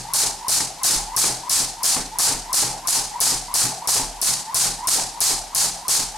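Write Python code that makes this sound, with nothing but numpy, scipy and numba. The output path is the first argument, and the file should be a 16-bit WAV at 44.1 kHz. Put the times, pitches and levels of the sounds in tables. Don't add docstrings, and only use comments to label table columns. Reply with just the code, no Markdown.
import sys
import numpy as np
from scipy import signal
from scipy.fft import rfft, irfft, next_fast_len
from scipy.io import wavfile
from scipy.ndimage import uniform_filter1d, minimum_filter1d
from numba import njit

SR = 44100
rng = np.random.default_rng(int(sys.argv[2]) if len(sys.argv) > 2 else 0)


def waveform_to_disk(signal):
    frames = np.transpose(np.atleast_2d(signal))
    scaled = np.clip(frames, -1, 1) * 32767
    samples = np.round(scaled).astype(np.int16)
    wavfile.write(sys.argv[1], SR, samples)


N = 272097
LEAD = SR // 2


def undb(db):
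    return 10 ** (np.asarray(db) / 20)


def along(table, hz):
    table_hz, values = np.array(table).T
    return np.interp(np.log(np.maximum(hz, 1)), np.log(table_hz), values)


def interleave(*columns):
    return np.ravel(columns, order="F")


def train(start_s, size):
    out = np.zeros(N + LEAD)
    np.add.at(out, (np.asarray(start_s) * SR).astype(int) + LEAD, size)
    return out


def pair(mid, side):
    return np.array([mid + side, mid - side])


def walk(rate):
    hold = int(SR / rate)
    steps = np.repeat(rng.standard_normal((N + LEAD) // hold + 1), hold)
    return uniform_filter1d(steps, hold)[:N + LEAD]


def causal(gain):
    cepstrum = irfft(np.log(gain))
    cepstrum[1:len(gain) - 1] *= 2
    cepstrum[len(gain):] = 0
    return np.exp(rfft(cepstrum))


def ring(x, modes):
    out = 0
    for hz, db, t60 in modes:
        pole = np.exp(2j * np.pi * hz / SR - np.log(1000) / (t60 * SR))
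        out = out + undb(db) * signal.lfilter([1], [1, -pole], x).imag
    return out


@njit
def svf(x, hz, width):
    y, band, low = np.empty(len(x)), 0., 0.
    for i in range(len(x)):
        g, k = np.tan(np.pi * hz[i] / SR), width[i] / hz[i]
        v = (band + g * (x[i] - low)) / (1 + g * (g + k))
        band, low, y[i] = 2 * v - band, low + 2 * g * v, k * v
    return y


@njit
def follow(x, attack, release):
    y, e = np.empty(len(x)), 0.
    for i in range(len(x)):
        e += (x[i] - e) * (attack if x[i] > e else release)
        y[i] = e
    return y


# frequency in Hz, decay time in s before each layer's own share.
ROOM_DECAY = [(200, 0.73), (1000, 0.48), (3000, 0.54), (5000, 0.53), (9000, 0.46), (12000, 0.32),
              (16000, 0.35)]
# frequency in Hz, side level minus mid level in dB.
ROOM_WIDTH = [(40, -47), (250, -14.5), (1000, -8), (3000, -9.5), (5500, -6.5), (9000, -7.5), (12000, -17),
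              (16000, -82)]


def diffuse(power, colour, t60_share, rise_ms):
    size = next_fast_len(N + LEAD)
    f = np.arange(size // 2 + 1) * SR / size
    gain = undb(along(colour, f))
    gain /= np.sqrt(np.mean(gain ** 2))
    mid = rfft(rng.standard_normal(size)) * gain
    side = rfft(rng.standard_normal(size)) * gain * undb(along(ROOM_WIDTH, f))
    rise = np.exp(-1000 / (rise_ms * SR))
    out = 0
    for hz in 25 * 2 ** np.arange(0, 9.6, .5):
        octaves_away = np.log2(np.maximum(f, 1) / hz)
        band = np.cos(np.pi * np.clip(octaves_away, -.5, .5)) ** 2
        fall = np.exp(-2 * np.log(1000) / (t60_share * along(ROOM_DECAY, hz) * SR))
        swell_and_fall = np.convolve([1, -fall], [1, -rise])
        shape = np.sqrt(signal.lfilter([1 - rise], swell_and_fall, power))
        noise = irfft([mid * band, side * band], size)[:, :N + LEAD]
        out = out + shape * pair(*noise)
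    return out


# frequency in Hz, relative level in dB per Hz.
HUSH_COLOUR = [(25, -18), (60, -4.5), (90, -16), (160, -7.5), (500, -14.5), (2000, -11.5), (5000, -9.5),
               (12000, -16), (17000, -53)]
HUSH_DB = -43.5


def house_hush():
    return undb(HUSH_DB) * diffuse(train([-LEAD / SR], 1.), HUSH_COLOUR, 1e6, rise_ms=1.)


# start in seconds, relative knock level in dB, pitch favoured by the spot in Hz,
# relative sole tap level in dB, relative weight on the boards in dB, relative weight on the joists in dB.
LANDINGS = [(-0.07, -25.5, 200, -30, -32, -35), (0.235, -25, 428, -28, -41.5, -35),
            (0.604, -28, 260, -20.5, -39.5, -41), (0.9, -25.5, 452, -22, -39, -52),
            (0.931, -27, 160, -30, -49, -26), (1.241, -21, 450, -16, -57, -35),
            (1.287, -28.5, 150, -30, -35.5, -44), (1.603, -27, 255, -39, -41, -35),
            (1.965, -21.5, 267, -20, -46, -30), (2.273, -24.5, 450, -22, -37.5, -48),
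            (2.312, -24.5, 268, -25, -50, -29), (2.623, -22.5, 467, -26, -34.5, -46),
            (2.669, -32, 170, -42, -43, -34.5), (2.967, -28.5, 256, -46, -46.5, -36.5),
            (3.267, -30, 328, -21, -43, -44), (3.318, -26.5, 251, -26, -36.5, -31),
            (3.618, -26.5, 268, -19, -31, -49), (3.653, -27, 253, -26, -40, -43),
            (3.954, -25, 455, -42, -35.5, -42), (3.997, -26, 277, -40, -51, -26.5),
            (4.282, -30.5, 167, -44, -37.5, -41), (4.655, -26, 200, -24.5, -40, -31.5),
            (4.955, -24.5, 437, -27, -57.5, -49), (4.998, -41, 167, -30, -43, -35),
            (5.305, -26, 460, -32, -44.5, -31), (5.643, -29, 164, -28, -48, -38),
            (5.95, -37, 194, -29, -59, -43), (5.993, -29.5, 256, -41, -46, -31)]
# pitch in Hz, relative level in dB, decay time in s.
PLANK_MODES = [(166.3, -10.5, 0.64), (192, -13, 0.34), (265.5, -6.5, 0.22), (342, -10, 0.088),
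               (398, -18.5, 0.75), (430.4, -8.5, 0.27), (453, -8, 0.057), (590, -35, 0.054),
               (710, -30, 0.14)]
# pitch in Hz, relative level in dB, decay time in s.
BOARD_MODES = [(128, -39, 0.1), (125, 4, 0.41)]
# pitch in Hz, relative level in dB, decay time in s.
JOIST_MODES = [(35.6, -17, 0.83), (37, -3, 1), (50, -12, 0.92)]
SCUFF_DB = -9


def landings():
    start_s, knock_db, spot_hz, tap_db, boards_db, joists_db = np.transpose(LANDINGS)
    knock = 0
    for mode in PLANK_MODES:
        size = undb(knock_db - 11.4 * np.abs(np.log2(mode[0] / spot_hz)))
        touches = train(start_s, size) + 0.15 * train(start_s + 0.01096, size)
        knock = knock + ring(touches, [mode])
    knock = np.roll(uniform_filter1d(knock, size=40), 40)

    fall = np.exp(-1 / (.005 * SR))
    tap_shape = signal.lfilter([1], [1, -fall], train(start_s, undb(tap_db)))
    grit = rng.standard_normal(N + LEAD) * tap_shape
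    sole_band = signal.butter(2, [350, 2000], "bandpass", fs=SR, output="sos")
    tap = 3 * signal.sosfilt(sole_band, grit)

    boards = uniform_filter1d(ring(train(start_s + 0.0183, undb(boards_db)), BOARD_MODES), 120)
    joists = ring(train(start_s + 0.031, undb(joists_db)), JOIST_MODES)
    joists = uniform_filter1d(uniform_filter1d(joists, 400), 400)

    scuff_colour = [(60, -12), (300, 7.5), (1000, 1), (2500, -0.5), (6000, -32)]  # (Hz, relative dB)
    scuff = diffuse(train(start_s, undb(2 * (knock_db + SCUFF_DB))), scuff_colour, 0.8, rise_ms=3.5)
    side = .15 * np.roll(knock + tap, 40) - 0.095 * (boards + joists)
    return pair(knock + tap + boards + joists, side) + scuff


def whistle(hz, db, width):
    def song(multiple):
        x = svf(rng.standard_normal(N + LEAD), multiple * hz, multiple * width)
        x = svf(x, multiple * hz, 2 * multiple * width)
        return x * np.sqrt(SR / (2 * multiple * width))
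    octave = undb(-19)
    mid = song(0.99) + octave * song(2.045)
    side = undb(-9.5) * (song(0.99) + octave * song(2.1))
    return undb(db + 2. * walk(60.)) * pair(mid, side)


# start in seconds,
# relative level in dB, brightness in dB per octave, relative thump level in dB, relative whistle level
# going up in dB, relative whistle level over the head in dB, central whistle pitch over the head in Hz.
BLOWS = [(-0.2, -12.5, 3, -25, -33, -41.5, 840), (0.1346, -12, 11, -22.5, -31, -39, 794),
         (0.4814, -11.5, -3, -22, -33, -39, 765), (0.832, -11, 10, -24, -33, -37, 820),
         (1.1632, -10.5, 1, -18.5, -32.5, -38, 754), (1.4943, -11.5, 9, -26, -35.5, -40.5, 790),
         (1.8309, -11.5, 15, -28, -32.5, -41.5, 800), (2.1854, -11, 3, -26, -31.5, -40, 810),
         (2.5287, -11.5, 16, -27, -33.5, -35, 780), (2.8714, -11.5, 5, -27.5, -32, -39, 810),
         (3.2026, -10.5, 16, -21.5, -31.5, -39.5, 770), (3.5394, -11.5, 10, -26, -32.5, -35.5, 750),
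         (3.8729, -11.5, -2, -24, -30.5, -38.5, 770), (4.2143, -12.5, 12, -26.5, -35, -38, 854),
         (4.5437, -11.5, 16, -20, -32.5, -39.5, 840), (4.8711, -11, 3, -21, -30.5, -38.5, 830),
         (5.2034, -11.5, 16, -25, -31.5, -38.5, 750), (5.5473, -12, 22, -24.5, -33.5, -38, 770),
         (5.881, -11.5, -1, -24, -32, -40, 830)]
# start in seconds,
# start pitch in Hz and end pitch in Hz before the final whip, start level and end level in relative dB.
DOWNSWINGS = [(0.05, 827, 1030, -41, -30.5), (0.41, 910, 990, -41, -30.5), (0.765, 893, 995, -43, -29.5),
              (1.07, 830, 1020, -38.5, -30), (1.43, 970, 990, -38, -30), (1.76, 890, 1010, -45, -30),
              (2.12, 870, 960, -41, -33), (2.46, 900, 1020, -41.5, -30), (2.81, 890, 1070, -54, -29),
              (3.11, 866, 1006, -37, -30), (3.485, 980, 1000, -35, -28), (3.81, 896, 1055, -35.5, -32.5),
              (4.13, 810, 1000, -43.5, -35), (4.455, 808, 1060, -38, -29), (4.785, 863, 1040, -36, -31),
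              (5.12, 863, 980, -41.5, -34), (5.47, 846, 1000, -49, -32.5), (5.79, 834, 1040, -49, -29.5),
              (6.14, 830, 1000, -34.5, -30)]
TURN_S = 0.32
ONSET_S, CUT_S = 0.009, 0.0069
RUSH_S, RUSH_SHARE = 0.035, 0.048
UP_AT, OVER_AT = 0.41, 0.59
FADE_DB, BLOW_DB = -10.5, 9.5
CLIMB_HZ = 868
CLIMB_WIDTH_HZ, OVER_WIDTH_HZ, BLOW_WIDTH_HZ = 230, 180, 610


def swings():
    t = (np.arange(N + LEAD) - LEAD) / SR
    quiet_db = -70
    start_s, _, _, _, up_db, over_db, over_hz = np.transpose(BLOWS)
    blows = np.append(start_s, start_s[-1] + TURN_S)
    count = np.interp(t, blows, np.arange(len(blows)))
    turn = count % 1

    start, from_hz, to_hz, from_db, to_db = np.transpose(DOWNSWINGS)
    quiet = quiet_db + 0 * start
    knots = interleave(start - ONSET_S, start, blows[1:], blows[1:] + CUT_S)
    hz = np.interp(t, knots, interleave(from_hz, from_hz, to_hz, to_hz))
    db = np.interp(t, knots, interleave(quiet, from_db, to_db, quiet))
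    rush = np.clip(1 - (1 - turn) * TURN_S / RUSH_S, 0, 1)
    down = whistle(hz * (1 + RUSH_SHARE * rush), db, 75. + 50. * rush)

    k = np.arange(len(start_s))
    knots = interleave(k + .035, k + .1, k + UP_AT, k + OVER_AT, k + 1.015)
    levels = interleave(up_db + BLOW_DB, up_db - 3, up_db - 3.5, over_db, over_db + FADE_DB)
    db = np.interp(count, knots, levels)
    knots = interleave(k + UP_AT + 0.12, k + OVER_AT + 0.037)
    hz = np.interp(count, knots, interleave(CLIMB_HZ + 0 * k, over_hz))
    widths = [BLOW_WIDTH_HZ, CLIMB_WIDTH_HZ, CLIMB_WIDTH_HZ, OVER_WIDTH_HZ, OVER_WIDTH_HZ, BLOW_WIDTH_HZ]
    width_hz = np.interp(turn, [0, .1, UP_AT, OVER_AT, .9, 1], widths)
    return down + whistle(hz * (1 + 0.026 * walk(12.)), db, width_hz)


# frequency in Hz, relative level in dB.
CRACK_COLOUR = [(60, -9), (250, -1), (1000, -12), (3000, -87), (5500, 7.5), (7500, -14), (10000, 16),
                (13000, 0), (17000, -7)]
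# frequency in Hz, relative level in dB per Hz.
RING_COLOUR = [(200, -15.5), (500, -16), (1000, -7), (2000, -11.5), (2800, -11), (3500, -8), (4300, -0.5),
               (6000, 1), (8600, 2.5), (11000, -1.5), (14500, -13), (17000, -26)]
# delay in ms, level in dB before a random variation,
# side share, brightness in dB per octave.
ECHOES = [(1.4, -12, .3, 6), (2.8, -2, 1, -9), (4, -7, .5, -8), (5.4, -8, .3, -8), (12.4, -7, 0.026, 0),
          (14.6, -7, 0.55, 0), (17.4, -5, -0.28, -9), (23.3, -2, 0.09, 7), (31, -9, -0.32, -6),
          (34.5, -4, -0.16, 6), (44.8, -6, -.2, 5)]
CRACK_DB = 23.5


def cracks():
    size = 4096
    f, t = np.arange(size // 2 + 1) * SR / size, np.arange(128) / SR
    out = np.zeros((2, N + LEAD + size))
    dull = causal(undb(along(RING_COLOUR, f) + 0.3 * along(CRACK_COLOUR, f)))
    for start_s, db, tilt_db, *_ in BLOWS:
        noise = rng.standard_normal((len(ECHOES) + 1, 128))
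        smear = rfft(noise * np.exp(-t / .0003), size) / 3
        tilt = tilt_db * np.log2(np.clip(f, 3000, 11000) / 8000)
        colour = undb(along(CRACK_COLOUR, f) + tilt)
        mid = causal(colour) / np.mean(colour) * (1 + 0.06 * smear[0])
        side = .1 * mid
        for (ms, echo_db, share, bright_db), scatter in zip(ECHOES, smear[1:]):
            vary_db = 2. * rng.standard_normal()
            echo_tilt = bright_db * np.log2(np.clip(f, 4000, 11000) / 7500)
            delay = np.exp(-2j * np.pi * f * ms / 1000)
            echo = undb(echo_db + vary_db + echo_tilt) * dull * (1 + 1.2 * scatter) * delay
            mid, side = mid + echo, side + share * echo
        i = int((start_s + 0.0011) * SR) + LEAD
        out[:, i:i + size] += undb(db + CRACK_DB) * pair(irfft(mid), irfft(side))
    return out[:, :N + LEAD]


# pitch in Hz, relative level in dB, decay time in s.
FURNITURE_MODES = [(727, 1.5, 0.086), (1065, 3.5, 0.11), (1746, 5, 0.029), (2320, -1, 0.034)]
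RING_DB = 4.5


def slaps():
    start_s, db, _, thump_db = np.transpose(BLOWS)[:4]
    floor_modes = [(hz, level - 15, t60) for hz, level, t60 in BOARD_MODES + PLANK_MODES]
    thump_modes = [(232, 1.6, 0.0056)] + floor_modes
    thump = ring(train(start_s + 0.0012, undb(thump_db)), thump_modes)
    hollow = uniform_filter1d(ring(train(start_s + .011, undb(db - 15.5)), FURNITURE_MODES), 8)
    flutter = undb(1.8 * walk(130.))
    blow_power = train(start_s + 0.00048, undb(2 * (db + RING_DB)))
    tail = flutter * diffuse(blow_power, RING_COLOUR, 0.89, rise_ms=15.7)
    return cracks() + pair(thump + hollow, 0.059 * thump + 0.13 * hollow) + tail


def scene():
    return (house_hush() + landings() + swings() + slaps())[:, LEAD:]


def record(dry):
    ahead = int(.004 * SR)
    loud = follow(np.abs(dry).max(axis=0), 1 / (0.00035 * SR), 1 / (0.013 * SR))
    gain = np.minimum(1, (undb(-11) / (loud + 1e-9)) ** 0.87)
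    gain = minimum_filter1d(np.roll(gain, -ahead // 2), ahead)
    gain = uniform_filter1d(gain, ahead // 4)
    ceiling = .82
    balance = undb([[.2], [-.2]])
    even = ceiling * np.tanh(dry * gain * balance / ceiling)
    top_cut = signal.ellip(10, .2, 80, 16300, fs=SR, output="sos")
    return signal.sosfilt(top_cut, even)


dry = scene()
out = record(dry)
waveform_to_disk(out)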